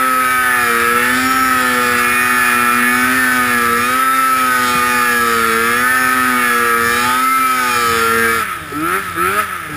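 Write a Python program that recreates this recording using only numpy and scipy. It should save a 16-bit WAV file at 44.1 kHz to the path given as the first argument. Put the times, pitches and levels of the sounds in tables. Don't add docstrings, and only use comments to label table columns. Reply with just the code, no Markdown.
import sys
import numpy as np
from scipy import signal
from scipy.fft import rfft, irfft
from scipy.io import wavfile
from scipy.ndimage import uniform_filter1d, map_coordinates

SR = 44100
rng = np.random.default_rng(int(sys.argv[2]) if len(sys.argv) > 2 else 0)


def unload_audio(sound):
    columns = np.transpose(np.atleast_2d(sound))
    steps = np.round(np.clip(columns, -1, 1) * 32767)
    wavfile.write(sys.argv[1], SR, steps.astype(np.int16))


def decibels_to_gain(level_db):
    exponent = np.asarray(level_db, float) / 20
    return 10 ** exponent


N = 430416
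T = np.arange(N) / SR
HZ = np.fft.rfftfreq(N, 1 / SR)


def evened(x):
    return x / np.sqrt(np.mean(x ** 2) + 1e-20)


def curves(rows):
    s, *columns = np.transpose(rows)
    return [np.interp(T, s, column) for column in columns]


def modes(table, hz):
    power = 0
    for centre, width, db in table:
        power = power + (decibels_to_gain(db) / (1 + (2 * (hz - centre) / width) ** 2)) ** 2
    return np.sqrt(power)


def slope(points):
    hz, db = np.transpose(points)
    return decibels_to_gain(np.interp(np.log(HZ + 1), np.log(hz + 1), db))


def coloured(x, gain):
    return evened(irfft(rfft(x) * gain, N))


def drift(per_s, count=1):
    s = np.arange(0, N / SR + .02, .01)
    rate = np.geomspace(per_s / 8, per_s, 16)[:, None]
    start = rng.random((count, 16, 1))
    sines = np.sin(2 * np.pi * (rate * s + start))
    lines = (sines / np.sqrt(rate)).sum(1)
    return [np.interp(T, s, evened(line)) for line in lines]


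# centre in Hz, width in Hz, level in dB.
HOUSING = [(628.5, 14.4, -14), (1297.6, 118, 1), (1528, 92, -6), (1730, 326, -5), (2140, 1170, -10.5),
           (3440, 540, -20.5), (5450, 2300, -29)]
# frequency in Hz, level in dB.
RASP = [(2600, -33), (3000, -3), (3700, -2.5), (4100, -8), (5400, -3), (5600, -5.5), (6300, -24)]


def engine():
    speed, throttle, _, rasp_db = controls()
    off_pipe = np.clip((111 - speed) / 6, 0, 1)
    slowing = np.gradient(speed) < 0
    coasting = uniform_filter1d(off_pipe * slowing, 900)
    ragged = np.clip(.18 + .55 * coasting, .15, 1)
    wobble = evened(uniform_filter1d(rng.standard_normal(N), 400))
    unsteadiness = .0018 + .003 * off_pipe + .01 * coasting
    turns = np.cumsum(speed * (1 + unsteadiness * wobble)) / SR
    own_db, body_db = engine_levels(speed, throttle)
    strong, stack, rasp = crank_orders(speed, turns, off_pipe, own_db)
    body = decibels_to_gain(2.5) * np.sqrt(1 - ragged) * evened(stack)
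    body += decibels_to_gain(3.5) * np.sqrt(ragged) * gas_roar(turns)
    rasp_colour = slope([(2200, -80)] + RASP + [(6800, -60)])
    high = decibels_to_gain(rasp_db - 2) * coloured(rasp, rasp_colour)
    return strong + decibels_to_gain(body_db) * body + high


# centre in Hz, width in Hz, level in dB.
PIPE = [(340, 180, -5), (417, 60, -29), (633, 43, -15.5), (763, 108, -15.5), (873, 63, -9), (990, 41, -32),
        (1298, 127, 7.5), (1514, 55, 0), (1667, 160, -1.5), (1821, 260, -7), (2240, 430, -10),
        (2444, 61, -5), (2667, 133, -14.5)]
# centre in Hz, width in Hz, level in dB.
AIRBOX = [(652, 76, 11)]
PORTS = {3: 0., 5: 0., 6: 0., 7: 1.94, 8: -3.5, 9: 0., 11: 0.64, 12: 0., 13: -3.1, 14: 1.9, 15: 6.6, 16: 0.,
         17: -1, 18: 1., 19: 0., 20: 1, 21: -2.6}


def crank_orders(speed, turns, off_pipe, own_db):
    odd_db, wander_db, phase_slip = -6.5, 2.2, .12
    off_pipe_even_db, off_pipe_odd_db = 1, -2.5
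    starts, wander = rng.random(50), drift(9., count=50)
    flutter = drift(30., count=7)
    strong, stack, rasp = np.zeros((3, N))
    for k in range(1, 50):
        odd = k % 2
        phase = k * turns + starts[k] + phase_slip * (k > 4) * wander[-k]
        line = np.sqrt(2) * np.cos(2 * np.pi * phase)
        shift_db = off_pipe_odd_db if odd else off_pipe_even_db * (k > 4)
        line *= decibels_to_gain(bloom_db(k) + (k < 9) * off_pipe * shift_db)
        steady = min(k / 15.3, 1)
        if k in own_db:
            strong += decibels_to_gain(own_db[k] + .8 * steady * wander[k] + 1.2 * flutter[k % 7]) * line
            continue
        line *= decibels_to_gain(odd_db * odd)
        line *= 1 + off_pipe * (1 - odd) * modes(AIRBOX, k * speed)
        sway_db = steady * wander_db * (1.5 + 0.41 * (k < 10)) * wander[k]
        order_db = PORTS.get(k, 0) + sway_db + 0.72 * flutter[k % 7]
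        stack += modes(PIPE, k * speed) * decibels_to_gain(order_db) * line
        rasp += decibels_to_gain(4. * wander[k]) * line
    return strong, stack, rasp


def gas_roar(turns):
    surge = 2.1 + np.exp(-(2 * turns % 1) / 1.2)
    puffs = surge * rng.standard_normal(N)
    return coloured(puffs, modes(HOUSING, HZ)) * decibels_to_gain(1.2 * drift(14.)[0])


# time in seconds, exhaust boom in dB, bark shading in dB, hood shading in dB.
HELMET = [(0.0, -28.5, 6, -0.5), (0.16, -30.5, 6, -3), (0.37, -36.5, -7, -1), (1.0, -28, 8, 3.5),
          (1.17, -23.5, -3.5, -1), (2.17, -29.5, -4.5, 2), (2.55, -26.5, -1, 5), (2.9, -20.5, -3.5, 3),
          (3.9, -30, 2, -2), (6.01, -29, 1.5, 0.5), (6.29, -23.5, -3, 0.5), (6.67, -32, 5, 1),
          (7.32, -29.5, -7, -4), (7.86, -36.5, 1, -1.5), (8.26, -25, 6, 2), (8.4, -40, -7, -3.5)]
# crank speed in rev/s, level in dB.
BARK = [(72, -18), (97, -20), (107, -25.5), (113, -25.5), (119, -29), (124, -36), (132, -39.5)]
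# crank speed in rev/s, level in dB.
WHISTLE = [(75, -48), (105, -47), (113, -37), (117, -25.5), (122, -24.5), (127, -19.5), (132, -13.5)]


def engine_levels(speed, throttle):
    shut = 1 - throttle
    shut_roar_db, shut_boom_db, shut_bark_db = -7, -8, -19
    boom_db, bark_db, hood_db = curves(HELMET)
    stop_boom_db = 3. * (speed < 108)
    own_db = {2: boom_db + shut_boom_db * shut + stop_boom_db,
              4: np.interp(speed, *np.transpose(BARK)) + bark_db + shut_bark_db * shut,
              10: np.interp(speed, *np.transpose(WHISTLE)) + shut_roar_db * shut}
    thickening_db = 0.1057 * np.maximum(speed - 120, 0)
    thinning_db_per_rev = 0.56 * throttle + 0.28 * shut
    thinning_db = thinning_db_per_rev * np.minimum(speed - 93, 0)
    body_db = hood_db - 19 + thickening_db + shut_roar_db * shut + thinning_db
    return own_db, body_db


# centre in seconds, crank order, level in dB, length in
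# seconds.
BLOOMS = [(0.553, 6, 7, 0.6), (0.557, 12, 3, .25), (1.015, 10, -9, 0.9), (1.0, 6, -16, 0.44),
          (1.39, 6, 7, 0.58), (1.793, 4, 11.5, 1), (1.715, 14, 8, 0.18), (1.738, 10, -5, 0.3),
          (2.606, 15, 4, 0.36), (2.645, 20, 3, 0.46), (3.224, 10, -11, 0.33), (3.267, 14, 9, 0.4),
          (4.57, 12, 7.5, .35), (4.62, 14, -19, 0.64), (4.6, 13, -7, .6), (4.85, 10, 4, 0.91),
          (4.9, 7, 10, 1), (5.926, 12, 5.5, .35), (6.093, 14, 9.5, 0.56), (7.04, 7, 11.5, 0.54),
          (7.414, 14, -26, 1), (7.352, 16, 10, 0.59), (7.55, 13, -18, 0.8), (7.6, 15, -16, 0.6),
          (7.804, 7, 9.5, 0.67), (2.302, 4, -4, 0.74), (4.17, 28, 10, 0.35), (1.35, 24, 6, 0.53),
          (1.352, 42, 10.5, 0.77)]


def bloom_db(order):
    total = 0
    for s, k, db, length in BLOOMS:
        if k == order:
            total = total + db * np.cos(np.pi * np.clip((T - s) / length, -.5, .5)) ** 2
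    return total


# deepest point in seconds, sag in rev/s, dig-in in seconds, climb-out in seconds.
DRIFTS = [(.43, 4.6, .69, .24), (.76, 14.4, .36, .65), (1.99, 10.1, .73, .84), (2.73, 10.1, .52, .68),
          (3.3, 4.4, .15, .34), (3.71, 13.7, .45, .35), (4.79, 8.7, .62, .65), (5.53, 18.2, .71, .47),
          (6.11, 4, .56, .28), (6.47, 9.4, .34, .27), (6.78, 14.9, .36, .6), (8.09, 17.8, .77, .25),
          (8.34, 17, .24, 2)]
# time in seconds, crank speed in rev/s, throttle from 0 to 1.
STOP = [
    [(8.38, 114.4, 1), (8.41, 109.5, 1), (8.45, 102, 0), (8.576, 82.5, 0), (8.71, 71, 0)],
    [(8.768, 72.8, 1), (8.964, 96.6, 1), (9.032, 98.8, 0), (9.15, 82, 0)],
    [(9.178, 83.2, 1), (9.238, 89.5, 1), (9.398, 107.3, 1), (9.46, 100, 0), (9.636, 79.9, 0),
     (9.68, 77.5, 0), (9.72, 75.5, .6), (9.76, 73.9, .6)],
]
# time in seconds, wind and lug thumps in dB, thrown snow in dB.
RIDE = [(0.0, -44, -35.5), (1.06, -36.5, -30), (3.7, -38, -30.5), (3.75, -35, -32.5), (4.1, -44, -32),
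        (4.67, -37, -28), (6.79, -40.5, -32.5), (6.87, -33, -28.5), (7.01, -38, -28), (7.07, -35, -28),
        (7.26, -49, -32.5), (7.91, -35.5, -26.5), (8.4, -37, -32), (8.45, -44, -43), (8.62, -39, -40),
        (9.38, -39, -36), (9.57, -47, -47), (9.76, -33, -41)]


def controls():
    free_speed = 131.6
    sag = 0
    for s, depth, dig, climb in DRIFTS:
        away = np.where(T < s, (s - T) / dig, (T - s) / climb)
        sag = sag + depth * np.cos(np.pi / 2 * np.clip(away, 0, 1)) ** 2
    stop, throttle = curves(sum(STOP, []))
    riding = T < STOP[0][0][0]
    speed = uniform_filter1d(np.where(riding, free_speed - sag, stop), 1800)
    wind_db, spray_db = curves(RIDE)
    spray_db = spray_db - 0.5 - 2.5 * (1 - throttle)
    return speed, throttle, wind_db - 6.5, spray_db


# centre in Hz, width in Hz, level in dB.
LUGS = [(95, 35, -0.5), (198, 120, -5)]


def track():
    speed, _, wind_db, _ = controls()
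    geared = np.maximum(speed - 1.4 * (131 - speed), 88)
    beat = geared * (1 + 0.0315 * drift(10.)[0])
    turns = np.cumsum(beat) / SR
    drumming = sum(modes(LUGS, k * beat) * np.cos(2 * np.pi * k * turns) for k in (1, 2))
    return decibels_to_gain(wind_db + 5.5) * drumming


# frequency in Hz, level in dB per Hz.
WIND = [(12, -55), (20, -28.5), (97, -6.5), (189, -20), (239, -18), (293, -17), (364, -19), (553, -22.5),
        (1100, -29), (1430, -48), (2420, -120)]


def wind():
    wind_db = controls()[2]
    return coloured(rng.standard_normal(N), slope(WIND)) * decibels_to_gain(wind_db + 5.0 + 0.4 * drift(16.0)[0])


# frequency in Hz, level in dB per Hz.
SPRAY = [(1500, -49), (2600, -48), (3600, -4.5), (4100, -4.5), (5300, -0.5), (5600, -12), (6400, -19),
         (7000, -60)]


def thrown_snow():
    spray_db = controls()[3]
    clusters = evened(uniform_filter1d(rng.standard_normal(N), 60))
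    grains = rng.standard_normal(N) * decibels_to_gain(4.0 * clusters)
    return coloured(grains, slope(SPRAY)) * decibels_to_gain(spray_db - 7 + 1.2 * drift(9.)[0])


# centre in seconds, peak in dB, frequency in Hz, length in seconds.
KNOCKS = [
    (4.756, -21, 165, 0.02),
    (8.727, -24, 402, 0.023),
    (9.165, -32, 452, 0.014),
    (9.699, -33, 443, 0.026),
]


def knocks():
    out = np.zeros(N)
    for s, db, hz, length in KNOCKS:
        u = np.clip((T - s) / length + .5, 0, 1)
        out += decibels_to_gain(db) * np.sin(np.pi * u) ** 2 * np.sin(2 * np.pi * hz * (T - s))
    return out


def scene():
    return (engine() + track() + wind() + thrown_snow() + knocks())[None]


def band_limit(x):
    return signal.sosfilt(signal.butter(12, 15760, fs=SR, output="sos"), x)


# start in seconds, end in seconds.
SLIPPING = (.80, 1.98)


def record(dry):
    hold, slip = 4, 32
    fast = 12000 * hold
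    power_db = 10 * np.log10(uniform_filter1d(dry[0] ** 2, size=3000) + 1e-9)
    excess_db = np.maximum(power_db + 16.5, 0)
    levelled = dry[0] / decibels_to_gain(.7 * excess_db)
    limited = np.tanh(levelled / 0.93) * 1.328
    smooth = signal.oaconvolve(limited, signal.firwin(61, 6600, fs=SR), "same")
    tick = np.arange(N * fast // SR + fast // 100)
    slipped = np.clip(tick / fast, *SLIPPING) - SLIPPING[0]
    read_at = tick + slipped * fast / slip
    taken = np.interp(np.arange(0, read_at[-1], hold), read_at, tick / fast)
    slow = map_coordinates(smooth, [taken * SR], order=3, mode="nearest")
    held = slow[read_at.astype(int) // hold]
    resampled = signal.resample_poly(held, 147, 160)[:N]
    edged = signal.oaconvolve(resampled, signal.firwin(401, 15350, fs=SR), "same")
    return band_limit(edged[None])


dry = scene()
out = record(dry)
unload_audio(out)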